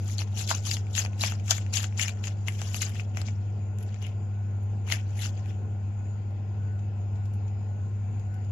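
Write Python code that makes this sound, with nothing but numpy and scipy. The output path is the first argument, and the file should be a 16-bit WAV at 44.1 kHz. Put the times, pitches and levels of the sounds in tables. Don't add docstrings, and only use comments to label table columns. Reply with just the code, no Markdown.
import sys
import numpy as np
from scipy import signal
from scipy.fft import rfft, irfft, next_fast_len
from scipy.io import wavfile
from scipy.ndimage import uniform_filter1d, map_coordinates

SR = 44100
rng = np.random.default_rng(int(sys.argv[2]) if len(sys.argv) > 2 else 0)


def bounce(signal):
    frames = np.transpose(np.atleast_2d(signal))
    limited = np.clip(frames, -1, 1)
    pcm = np.round(limited * 32767).astype(np.int16)
    wavfile.write(sys.argv[1], SR, pcm)


def gain_from_decibels(decibels):
    exponent = np.asarray(decibels, float) / 20
    return 10 ** exponent


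N = 375291

# freq_hz, density_db_per_hz
DUCT_RUMBLE = [(25, -75), (45, -74.5), (65, -68), (130, -67.5), (175, -74), (260, -80), (350, -81.5),
               (500, -82), (650, -86), (900, -86.2)]
# freq_hz, density_db_per_hz
AIR_LEFT = [(900, -86.5), (1150, -95), (1400, -92), (1800, -93), (2600, -91.5), (3800, -104.4),
            (5000, -102.8), (5700, -111.4), (6900, -92.5), (7500, -103.8), (8200, -132.8), (9200, -140.0),
            (10300, -127.4), (15000, -132.2)]
AIR_RIGHT = [(900, -86.5), (1200, -96), (1400, -88.5), (1700, -100.8), (2000, -103.4), (2500, -109.3),
             (3200, -114.8), (4500, -117.0), (6500, -123.3), (8500, -130.9), (9500, -128.6),
             (11000, -116.2), (12800, -124.7), (15000, -131.9)]
# freq_hz, width_hz, left_db, right_db
ROOM_MODES = [(145.7, 7.3, 7, 6), (223, 28, 7.5, 12), (317.4, 25, 10.5, 4.5), (366, 14, 5.5, 6.5),
              (434.5, 8.6, 7, 13), (588, 20, -4, 11), (733, 79, 9.5, 8), (830.6, 26, 6.5, -0.5),
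              (1049, 26, 11.5, 6.5), (1150, 72, -1, -1.5)]
# freq_hz, correlation
PORT_LIKENESS = [(60, 0.93), (130, 0.86), (290, 0.86), (640, 0.58), (1410, 0.062), (3100, 0.09),
                 (6820, 0.13), (15000, 0.11)]
MOTOR_MULTIPLES = [1, 2, 8, 13, 14, 25.7, 50.71, 107.24]
# left_rms_db, right_rms_db, unsteadiness_db
MOTOR_TONES = [(-30, -31, 0.84), (-48, -52.5, 0), (-73, -66.5, 3.5), (-74.5, -87, 1), (-67.5, -79.5, -1),
               (-79, -99, 3), (-85.5, -104, 3.5), (-108, -94, 4)]
BUZZ_HZ, ROTOR_HZ = 100.01, 12.85
WHINE_DB, BEAT_DB, BEAT_S, BEAT_PEAK_S = -72, 7.5, 0.56, 4.42
# freq_hz, t60_s
TILE_DECAY = [(500, 0.15), (1500, 0.12), (4000, 0.05), (10000, 0.071)]

# freq_hz, density_db_per_hz
NEAR_LEFT = [(400, -71.5), (800, -78), (1300, -82.5), (1800, -69.5), (2700, -65.5), (3800, -70.5),
             (5600, -67), (6800, -63.5), (7500, -67.5), (8300, -86.5), (9200, -100.5), (10500, -98.5),
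             (12500, -97.5), (15000, -103)]
NEAR_RIGHT = [(400, -79), (800, -76), (1100, -80), (1300, -78.5), (2500, -73.5), (4200, -81), (5500, -80),
              (7500, -95), (8600, -95), (9300, -81.5), (10300, -71), (11500, -72.5), (13000, -83.5),
              (15000, -97)]
# time_s, rustle_left_port_db, scratch_right_port_db
HAND_FACING = [(0, -17, -2), (.6, -4, 3.5), (1.0, -5.5, 2.5), (1.3, 5, 3), (1.6, 8, 5), (2.1, 9.5, -1),
               (2.5, 3, 0.5), (3.2, 1.5, -3.5), (4.9, -10, 2), (5.5, -4, 0), (8.5, -4, -6.5)]

# start_s, peak_db, pitch_hz, left_over_right_db
SHAFT_RINGS = [(0.0782, -25, 7200, 23), (0.182, -18, 4470, 15.0), (0.1899, -17, 4240, 8.5),
               (0.3641, -32, 6250, 12), (0.3909, -26, 6400, 7), (0.4747, -23, 6900, 13),
               (0.5027, -20, 6600, 10.5), (0.5481, -12, 6200, 15.5), (0.6359, -31.5, 6660, 23),
               (0.6599, -23, 6820, 15), (0.6938, -26, 5160, 12.0), (0.7128, -9, 4800, 8),
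               (0.7244, -28, 6710, 15.0), (0.7672, -26, 5170, 9), (0.9323, -26, 7120, 20),
               (0.9512, -22, 4530, 7.0), (0.9627, -28, 4020, 6), (0.9782, -22, 6700, 13.5),
               (0.9911, -8, 6600, 15), (1.047, -23, 4790, 7.0), (1.1962, -27, 6580, 9),
               (1.2101, -13, 3900, 2), (1.2174, -12, 4650, 8), (1.233, -28, 6810, 8.5),
               (1.2444, -22, 6940, 10), (1.2694, -18, 6910, 15.0), (1.3199, -28, 6170, 12.5),
               (1.4799, -26, 6200, 6), (1.505, -16, 6500, 14.5), (1.509, -10, 6520, 9),
               (1.5134, -17.5, 4270, 5.5), (1.5274, -20.5, 7200, 13.5), (1.7269, -45, 6140, 8.0),
               (1.7368, -26, 6540, 1), (1.7559, -14, 5840, 12.0), (1.7694, -24, 6900, 12),
               (1.8297, -20, 7200, 13), (1.9854, -40, 6700, 1), (1.9938, -25, 7040, 11.5),
               (2.0137, -19, 7100, 13.0), (2.0244, -15, 7430, 15), (2.0822, -26, 6820, 16.0),
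               (2.6145, -25, 5900, 7), (2.7437, -44, 7000, 12), (2.8185, -11, 6740, 13),
               (2.8284, -28, 6870, 15.5), (4.9174, -18.5, 5310, 10.0), (4.9207, -12.5, 4270, 12.0),
               (5.2314, -41, 6260, 15), (5.2494, -25, 4420, 9.0)]
# start_s, peak_db, pitch_hz, left_over_right_db
BLOCK_POCKS = [(0.0992, -36, 2310, 3), (0.2169, -33, 2130, 3.5), (0.5116, -20, 1420, -1),
               (0.9782, -24, 2840, 12), (1.05, -32, 2560, 7), (1.236, -18, 2770, 7.5),
               (1.5156, -15, 1410, 5.0), (1.8397, -28, 3020, 6.5), (1.9929, -16, 2200, 7.5),
               (2.0827, -28, 2380, 10), (2.482, -23, 2210, 7.5), (2.7432, -27, 2710, 7.0),
               (2.8285, -19, 2470, 7.5), (2.9961, -25, 2520, 13.5), (3.1699, -23.5, 1930, 5.0),
               (3.2824, -36, 2330, 9.5), (4.8998, -24, 2210, 4.0), (4.9216, -17, 2200, 7.5),
               (5.2394, -25, 2870, 8), (5.2544, -28, 2660, 7.0)]
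# start_s, peak_db, left_over_right_db
RUBBER_SNAPS = [(0.0448, -38, -34), (0.183, -44, -39), (0.2164, -44, -27.5), (0.3574, -47, -21.5),
                (0.388, -42, -17.0), (0.4758, -28.5, -16), (0.4981, -28, -23), (0.6614, -42, -29.5),
                (0.7122, -21, -19.5), (0.9732, -30.5, -15.0), (1.2092, -39, -8), (1.2236, -32.5, -8),
                (1.234, -28.5, -3), (1.3194, -38, -15.0), (1.4909, -39, -11), (1.5083, -31.5, -7.5),
                (1.5139, -28, -6), (1.736, -35, -15.5), (1.8292, -27, -17), (1.9954, -41, -14.5),
                (2.0153, -34, -8.5), (2.4831, -32, -1.5), (2.744, -28.5, -16.5), (2.818, -28.5, -12.5),
                (2.8947, -33, -17.5), (3.1702, -36, -18.5), (4.872, -45, -25.0), (4.9019, -38.5, -21.5),
                (4.918, -27, -17)]

# start_s, peak_db, fine_re_peak_db, t60_s
RUBBER_TICKS = [(3.806, -59, -5, 0.033), (3.8261, -50.5, 0, 0.028), (4.6317, -66, 4, 0.032),
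                (6.3058, -61.5, -9, 0.031), (6.79, -53, -34, 0.045), (7.1553, -54, -25.5, 0.05),
                (7.254, -51.5, -13.5, 0.04), (7.3347, -57.5, -6.5, 0.085), (7.4788, -52, -37, 0.048),
                (8.195, -48.5, -20, 0.025), (8.3403, -53, -9.5, 0.03), (8.4444, -53, -18, 0.04)]
# start_s, peak_db, knock_re_peak_db, ring_re_peak_db
BLADE_SLIPS = [(0.058, -37.5, -21, -28), (0.182, -18.5, -31, -23), (0.3912, -21, -38, -9),
               (0.475, -17.5, -33, -29), (0.5048, -17.5, -7.5, -2), (0.5492, -18.5, -17, -26),
               (0.6599, -37, -27, -20), (0.712, -14.5, -21, -5.5), (0.9511, -15.5, -35, -11),
               (0.9632, -26, -18, 1), (0.994, -19, -19, -5), (1.2106, -37, -25, -18),
               (1.2344, -16.5, -7, -12), (1.27, -26, -27, -13), (1.3204, -26.5, 1.5, -1),
               (1.48, -27, -23, -2), (1.507, -10.5, -22, -17.5), (1.508, -0.5, -22, -38.5),
               (1.512, -7.5, -15, -20), (1.5284, -20.5, -26.5, -26), (1.739, -26.5, -35, -26),
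               (1.77, -8.5, -38, -17), (1.83, -19.5, -15, -24), (2.0144, -9.5, -21, -42),
               (2.2706, -21, -20, -3), (2.2794, -30, -19, -23)]
# start_s, peak_db,
# knock_re_peak_db, ring_re_peak_db, pitch_hz
BLADE_SEATS = [(0.0967, -38, -17, 3.5, 2050), (0.1892, -30, -29, 4.5, 3400), (0.2167, -30.5, -8, 6, 2100),
               (0.5122, -25.5, 11, 4, 1730), (0.7674, -28, -9, 3, 3120), (0.8677, -44.5, -13, 7, 2360),
               (0.978, -14.5, -9.5, 1.5, 2740), (1.049, -23, -4.5, -2, 2370), (1.0602, -32, 1, 9.5, 2500),
               (1.1314, -47, -3, 9.5, 2520), (1.196, -42.5, -29, 11, 2940), (1.3972, -39, -12, 5, 2390),
               (1.2363, -23.5, 4, 9, 2340), (1.5163, -28, 6, -5, 1700), (1.5814, -32.5, -3.5, 3.5, 2160),
               (1.6633, -38, -27, 2, 1600), (1.8417, -22, -6.5, 0.5, 3080), (1.924, -50, 1, 15.5, 2400),
               (1.995, -19, -40, 6.5, 2190), (2.0811, -22, -25, 2.5, 2380), (2.0918, -31.5, -5.5, 5, 2360),
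               (2.1714, -50, -12, 9, 1730), (3.1705, -22, -6, 1, 2420), (4.9003, -30.5, -4, 8, 2220),
               (4.915, -24.5, -5, 3, 2400), (4.9222, -12, -13.5, 2, 2130), (5.232, -32, -20, 8, 2670),
               (5.241, -33, -22, 3, 2820), (5.25, -30, -24, 4.5, 2670), (5.259, -30, -20, 6.5, 2930)]
# start_s, peak_db, ring_re_peak_db, fine_re_peak_db, pitch_hz
RATTLES = [(2.4736, -25, -32, -22, 2920), (2.4828, -27.5, 13.5, -11.5, 2180), (2.616, -20.5, -5, -18, 3050),
           (2.7436, -21, 3, -14.5, 2890), (2.819, -12, -61, -18.5, 2990), (2.8267, -39, 20.5, -10, 2090),
           (2.894, -35, -5, -5.5, 1920), (2.9964, -41.5, 17, -32, 2590), (3.147, -41, 5, -27, 2740),
           (3.215, -20, -20, -25, 2540), (3.284, -33.5, 6, -26, 2350), (3.7854, -36, -14, -9, 1920),
           (3.9425, -35.5, -1, -31, 2340), (4.0248, -33, 1, -17, 2900), (4.0662, -38.5, 6, -8, 2230),
           (5.2225, -40, -7, -14, 2750), (5.375, -44, 4, -24, 2560), (5.458, -43, 5, -17, 2420)]
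BLADE_FINE_DB, BLADE_RING_HZ, SEAT_FINE_DB, RATTLE_KNOCK_DB = -27.5, 2740, -18.5, -7

# full_grip_s, build_s, hold_s, effort_db, ring_re_effort_db
TURNS = [(0.089, 0.15, 0.045, -45.5, -13.5), (0.18, 0.027, 0.034, -45, -5),
         (0.392, 0.079, .015, -33, -13.5), (0.501, 0.062, 0.0049, -29.5, -10), (0.548, .03, 0.01, -45, -10),
         (0.658, .035, 0.011, -34.5, -8), (0.7, 0.13, 0.042, -36, -13.5),
         (0.967, 0.067, 0.04, -32.5, -11.5), (1.209, 0.042, 0.05, -32.5, -8.5),
         (1.302, .04, 0.012, -42.5, -3.5), (1.508, 0.065, 0.0041, -28, -8),
         (1.55, .04, 0.027, -43.5, -12.5), (1.737, 0.023, 0.039, -32, -7), (1.818, .04, 0.019, -43.5, -7),
         (1.992, 0.041, 0.04, -32.5, -3), (2.08, 0.029, 0.0062, -46.5, -3), (2.242, .035, 0.033, -45, -2.5)]
# full_grip_s, hold_s, effort_db,
# ring_re_effort_db, fine_re_effort_db
SHIFTS = [(0.0, 2.53, -65, -6.5, -22), (2.505, 0.404, -55, -3, -10), (3.046, .1, -71, -8, -24),
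          (3.304, 0.29, -70.5, -14, -33), (2.48, 0.0049, -45, -4, -11.5), (2.594, 0.035, -48, -5, -16),
          (2.652, 0.039, -49, -8, -16), (2.745, 0.02, -40.5, -12.5, -7.5), (2.819, 0.0044, -33, -8, -13.5),
          (2.863, 0.024, -65, 10, -6), (2.95, 0.053, -51, -1.5, -15), (3.166, 0.038, -51, 2, -11.5),
          (3.26, 0.0066, -47.5, -8, -27), (3.807, 0.029, -68.5, 6, 2), (3.867, 0.11, -65, 1, -31),
          (4.017, 0.065, -59, 4.5, -15), (4.875, 0.028, -50.5, 2, -11.5), (4.92, 0.0044, -35, -0.5, -8.5),
          (5.097, 0.079, -63.5, 0, -13), (5.177, 0.026, -52, 1.5, -4.5), (5.22, 0.035, -42, -7, -12.5),
          (5.37, .015, -61, -3, -27), (5.47, 0.026, -60.5, 4.5, -10), (4.977, .55, -68, -0.5, -22)]
SWING_DB, LET_GO_DB_PER_S = 36.5, 380
SHIFT_BUILD_S, SHIFT_LET_GO_DB_PER_S = 0.05, 306.5
LINGER_DB, LINGER_DB_PER_S = -24, 110
FINE_BUILD_STEEPER, FINE_FADE_STEEPER = 0.028, 0.45
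TURN_FINE_DB, KNOCK_DB, KNOCK_PER_RING = -12.5, -5, 0.63


def unit(x):
    return x / np.sqrt(np.mean(x ** 2, axis=-1, keepdims=True) + 1e-20)


def along(points, hz):
    f, v = np.transpose(points)
    return np.interp(np.log(hz + 1), np.log(f + 1), v)


def wobble(rate):
    knots = rng.standard_normal(int(N * rate / SR) + 4)
    return map_coordinates(knots, [np.arange(N) * rate / SR])


def filtered(x, response):
    m = next_fast_len(N + SR // 2)
    return irfft(rfft(x, m) * response(np.fft.rfftfreq(m, 1 / SR)), m)[..., :N]


def patchy(x, depth_db, count_hz, count_s, size=512):
    z = signal.stft(x, nperseg=size)[2]
    field = uniform_filter1d(rng.standard_normal(z.shape[1:]), count_hz, axis=0)
    field = uniform_filter1d(field, count_s, axis=1)
    return unit(signal.istft(z * gain_from_decibels(depth_db * field / field.std()), nperseg=size)[1][:, :N])


def rush(patchy_db):
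    pair = patchy(rng.standard_normal((2, N)), patchy_db, count_hz=6, count_s=14) * np.sqrt(SR / 2)

    def mid_side(hz):
        angle = np.arccos(np.clip(along(PORT_LIKENESS, hz), -1, 1)) / 2
        return np.array([np.cos(angle), np.sin(angle)])

    mid, side = filtered(pair, mid_side)
    return np.array([mid + side, mid - side])


def fan_air():
    def colour(hz):
        level_db = np.array([along(DUCT_RUMBLE[:-1] + air, hz) for air in (AIR_LEFT, AIR_RIGHT)])
        for centre, width, left_db, right_db in ROOM_MODES:
            level_db += np.outer([left_db, right_db], 1 / (1 + (2 * (hz - centre) / width) ** 2))
        return gain_from_decibels(level_db)

    patchy_db = along([(500, 1.3), (2500, 1.5), (8000, 2.6)], np.fft.rfftfreq(512, 1 / SR))
    return filtered(rush(patchy_db[:, None]), colour)


def rotor_tone(hz, width_hz):
    return unit(filtered(rng.standard_normal(N), lambda f: 1 / (1 + (2 * (f - hz) / width_hz) ** 4)))


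def fan_motor(blur=0.35, lead=0.15):
    t = np.arange(N) / SR
    phase = 2 * np.pi * BUZZ_HZ * t + np.array([[lead], [0]])
    out = 0
    for multiple, (left_db, right_db, unsteady_db) in zip(MOTOR_MULTIPLES, MOTOR_TONES):
        waver = rng.uniform(0, 2 * np.pi) + blur * unsteady_db * wobble(12)
        tone = np.sqrt(2) * np.sin(multiple * phase + waver)
        out = out + gain_from_decibels([[left_db], [right_db]]) * gain_from_decibels(unsteady_db * wobble(4.2)) * tone
    whine_db = WHINE_DB + BEAT_DB * np.cos(2 * np.pi * (t - BEAT_PEAK_S) / BEAT_S) + 3 * wobble(14)
    whine = np.sqrt(2) * np.sin(15 * phase + 1.3 * wobble(14))
    out = out + gain_from_decibels(whine_db + [[4], [-4]]) * whine
    below = rotor_tone(BUZZ_HZ - ROTOR_HZ, 14)
    above = rotor_tone(BUZZ_HZ + ROTOR_HZ, 0.86)
    return out + gain_from_decibels(-46.5) * below + gain_from_decibels(-51.5) * above


def tiles(x):
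    hz, t, z = signal.stft(rng.standard_normal((2, SR // 3)), SR, nperseg=256)
    decay = gain_from_decibels(-60 * t / along(TILE_DECAY, hz)[:, None])
    tail = signal.istft(z * decay, SR, nperseg=256)[1]
    late = np.pad(x, ((0, 0), (200, 0)))
    return signal.fftconvolve(late, tail / np.linalg.norm(tail[0]), axes=1)[:, :N]


def port(points, size=2048):
    colour = gain_from_decibels(along(points, np.fft.rfftfreq(size, 1 / SR)))
    cepstrum = irfft(np.log(colour + 1e-9), size)
    cepstrum = np.concatenate([cepstrum[:1], 2 * cepstrum[1:size // 2], np.zeros(size // 2)])
    return irfft(np.exp(rfft(cepstrum)), size)


def voiced(drives):
    ports = np.array([port(NEAR_LEFT), port(NEAR_RIGHT)])
    bands = [((620, 1550), "band"), ((1300, 3200), "band"), ((3250, 7900), "band"), (9300, "high")]
    out = 0
    for drive, (edge, kind) in zip(drives, bands):
        part = signal.sosfilt(signal.butter(4, edge, kind, fs=SR, output="sos"), ports)
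        out = out + signal.oaconvolve(drive[:, :N], 2 * part / np.linalg.norm(part), axes=1)[:, :N]
    return out


def facing():
    s, left_db, right_db = np.transpose(HAND_FACING)
    gain, t = np.ones((4, 2, N)), np.arange(N) / SR
    gain[3, 0] = gain_from_decibels(np.interp(t, s, left_db))
    gain[2, 1] = gain_from_decibels(np.interp(t, s, right_db))
    return gain


def shaft(ring_db=-5, ring_t60=0.01, split=0.057, snap_db=-3, snap_t60=0.012, rise=0.0019):
    t = np.arange(SR // 20) / SR
    start = 1 - np.exp(-t / rise)
    rings, snaps = np.zeros((2, 2, N + len(t)))

    def sides(pan_db):
        return gain_from_decibels(np.minimum([[pan_db], [-pan_db]], 0) + 9)

    for s, db, hz, pan_db in SHAFT_RINGS + BLOCK_POCKS:
        first, second = rng.uniform(0, 2 * np.pi, (2, 2, 1))
        pair = np.sin(2 * np.pi * hz * t + first)
        pair = pair + 0.45 * np.sin(2 * np.pi * hz * (1 + split) * t + second)
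        fade = gain_from_decibels(db + ring_db - 60 * t / ring_t60) * start
        rings[:, round(s * SR):][:, :len(t)] += fade * pair * sides(pan_db)
    for s, db, pan_db in RUBBER_SNAPS:
        fade = gain_from_decibels(db + snap_db - 60 * t / snap_t60) * start
        snaps[:, round(s * SR):][:, :len(t)] += fade * rng.standard_normal((2, len(t))) * sides(pan_db)
    bright = signal.butter(3, (9700, 13500), "band", fs=SR, output="sos")
    return (rings + signal.sosfilt(bright, snaps))[:, :N]


def contacts():
    snap_t60 = 0.0081
    hits = [(*row, BLADE_FINE_DB, BLADE_RING_HZ, snap_t60) for row in BLADE_SLIPS]
    for s, db, knock_db, ring_db, hz in BLADE_SEATS:
        hits.append((s, db, knock_db, ring_db, SEAT_FINE_DB, hz, snap_t60))
    for s, db, ring_db, fine_db, hz in RATTLES:
        hits.append((s, db, RATTLE_KNOCK_DB + 0.28 * ring_db, ring_db, fine_db, hz, snap_t60))
    for s, db, fine_db, t60 in RUBBER_TICKS:
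        hits.append((s, db, -22, -9, fine_db, 2600, t60))
    return hits


def clicks(lag_count=5, rise=0.00051, ring_t60=0.0098):
    t = np.arange(SR // 16) / SR
    start = 1 - np.exp(-t / rise)
    tracks = np.zeros((4, 2, N + len(t) + lag_count))
    for s, db, knock_db, ring_db, fine_db, hz, t60 in contacts():
        fade = gain_from_decibels(-60 * t / np.clip(t60, 0.002, 0.08)) * start
        noise = rng.standard_normal((3, len(t)))
        crack = (noise[0] + 1.4 * noise[1:]) * fade
        crack = crack * np.linalg.norm(fade) / np.linalg.norm(crack, axis=1, keepdims=True)
        mode = 0.32 * np.sin(2 * np.pi * hz * t) * gain_from_decibels(-60 * t / ring_t60) * start
        levels = gain_from_decibels(db - 6.5 + np.array([knock_db + 6.5, ring_db, 0, fine_db + 7.5]))
        parts = levels[:, None, None] * [crack, crack + mode, crack, crack]
        at = round(s * SR)
        tracks[:, 0, at + lag_count:at + lag_count + len(t)] += parts[:, 0]
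        tracks[:, 1, at:at + len(t)] += parts[:, 1]
    return tracks[..., :N]


def grip():
    t, power = np.arange(N) / SR, np.zeros((4, N))
    strokes = [(*row, TURN_FINE_DB, LET_GO_DB_PER_S) for row in TURNS]
    for s, *rest in SHIFTS:
        strokes.append((s, SHIFT_BUILD_S, *rest, SHIFT_LET_GO_DB_PER_S))
    for s, build, hold, db, ring_db, fine_db, let_go in strokes:
        on = slice(max(round((s - 0.3) * SR), 0), round((s + hold + 0.45) * SR))
        after = np.maximum(t[on] - s - hold, 0)
        change_db = -SWING_DB * np.maximum(s - t[on], 0) / build
        change_db = change_db + np.maximum(-let_go * after, LINGER_DB - LINGER_DB_PER_S * after)
        level_db = db + change_db + [[KNOCK_DB + KNOCK_PER_RING * ring_db], [ring_db], [0], [fine_db]]
        level_db[3] += np.where(t[on] < s, FINE_BUILD_STEEPER, FINE_FADE_STEEPER) * change_db
        power[:, on] += gain_from_decibels(level_db) ** 2
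    return np.sqrt(power)


def glove(slip_rate=2400, size_db=2.0, hiss=0.98, flutter_db=1.7, shared=0.72):
    chance = slip_rate / SR * gain_from_decibels(4 * wobble(150))
    slips = (rng.random(N) < chance) * gain_from_decibels(size_db * rng.standard_normal(N))
    signs = rng.standard_normal((3, N))
    grains = unit(slips * (shared * signs[0] + signs[1:])) + hiss * rng.standard_normal((2, N))
    drive = patchy(grains, depth_db=4.0, count_hz=5, count_s=4, size=256)
    drive = drive * gain_from_decibels(flutter_db * wobble(50) - 2.5)
    return drive * (gain_from_decibels([[-3.5], [0.5], [0], [2.5]]) * grip())[:, None]


def scene():
    hands = voiced((glove() + clicks()) * facing()) + shaft()
    return hands + gain_from_decibels(-11) * tiles(hands) + fan_air() + fan_motor()


def band_limit(x):
    return signal.sosfilt(signal.butter(12, 15690, fs=SR, output="sos"), x)


def record(dry):
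    soft = filtered(dry, lambda hz: 1 / (1 + (hz / 15450) ** 40))
    return band_limit(soft)


dry = scene()
out = record(dry)
bounce(out)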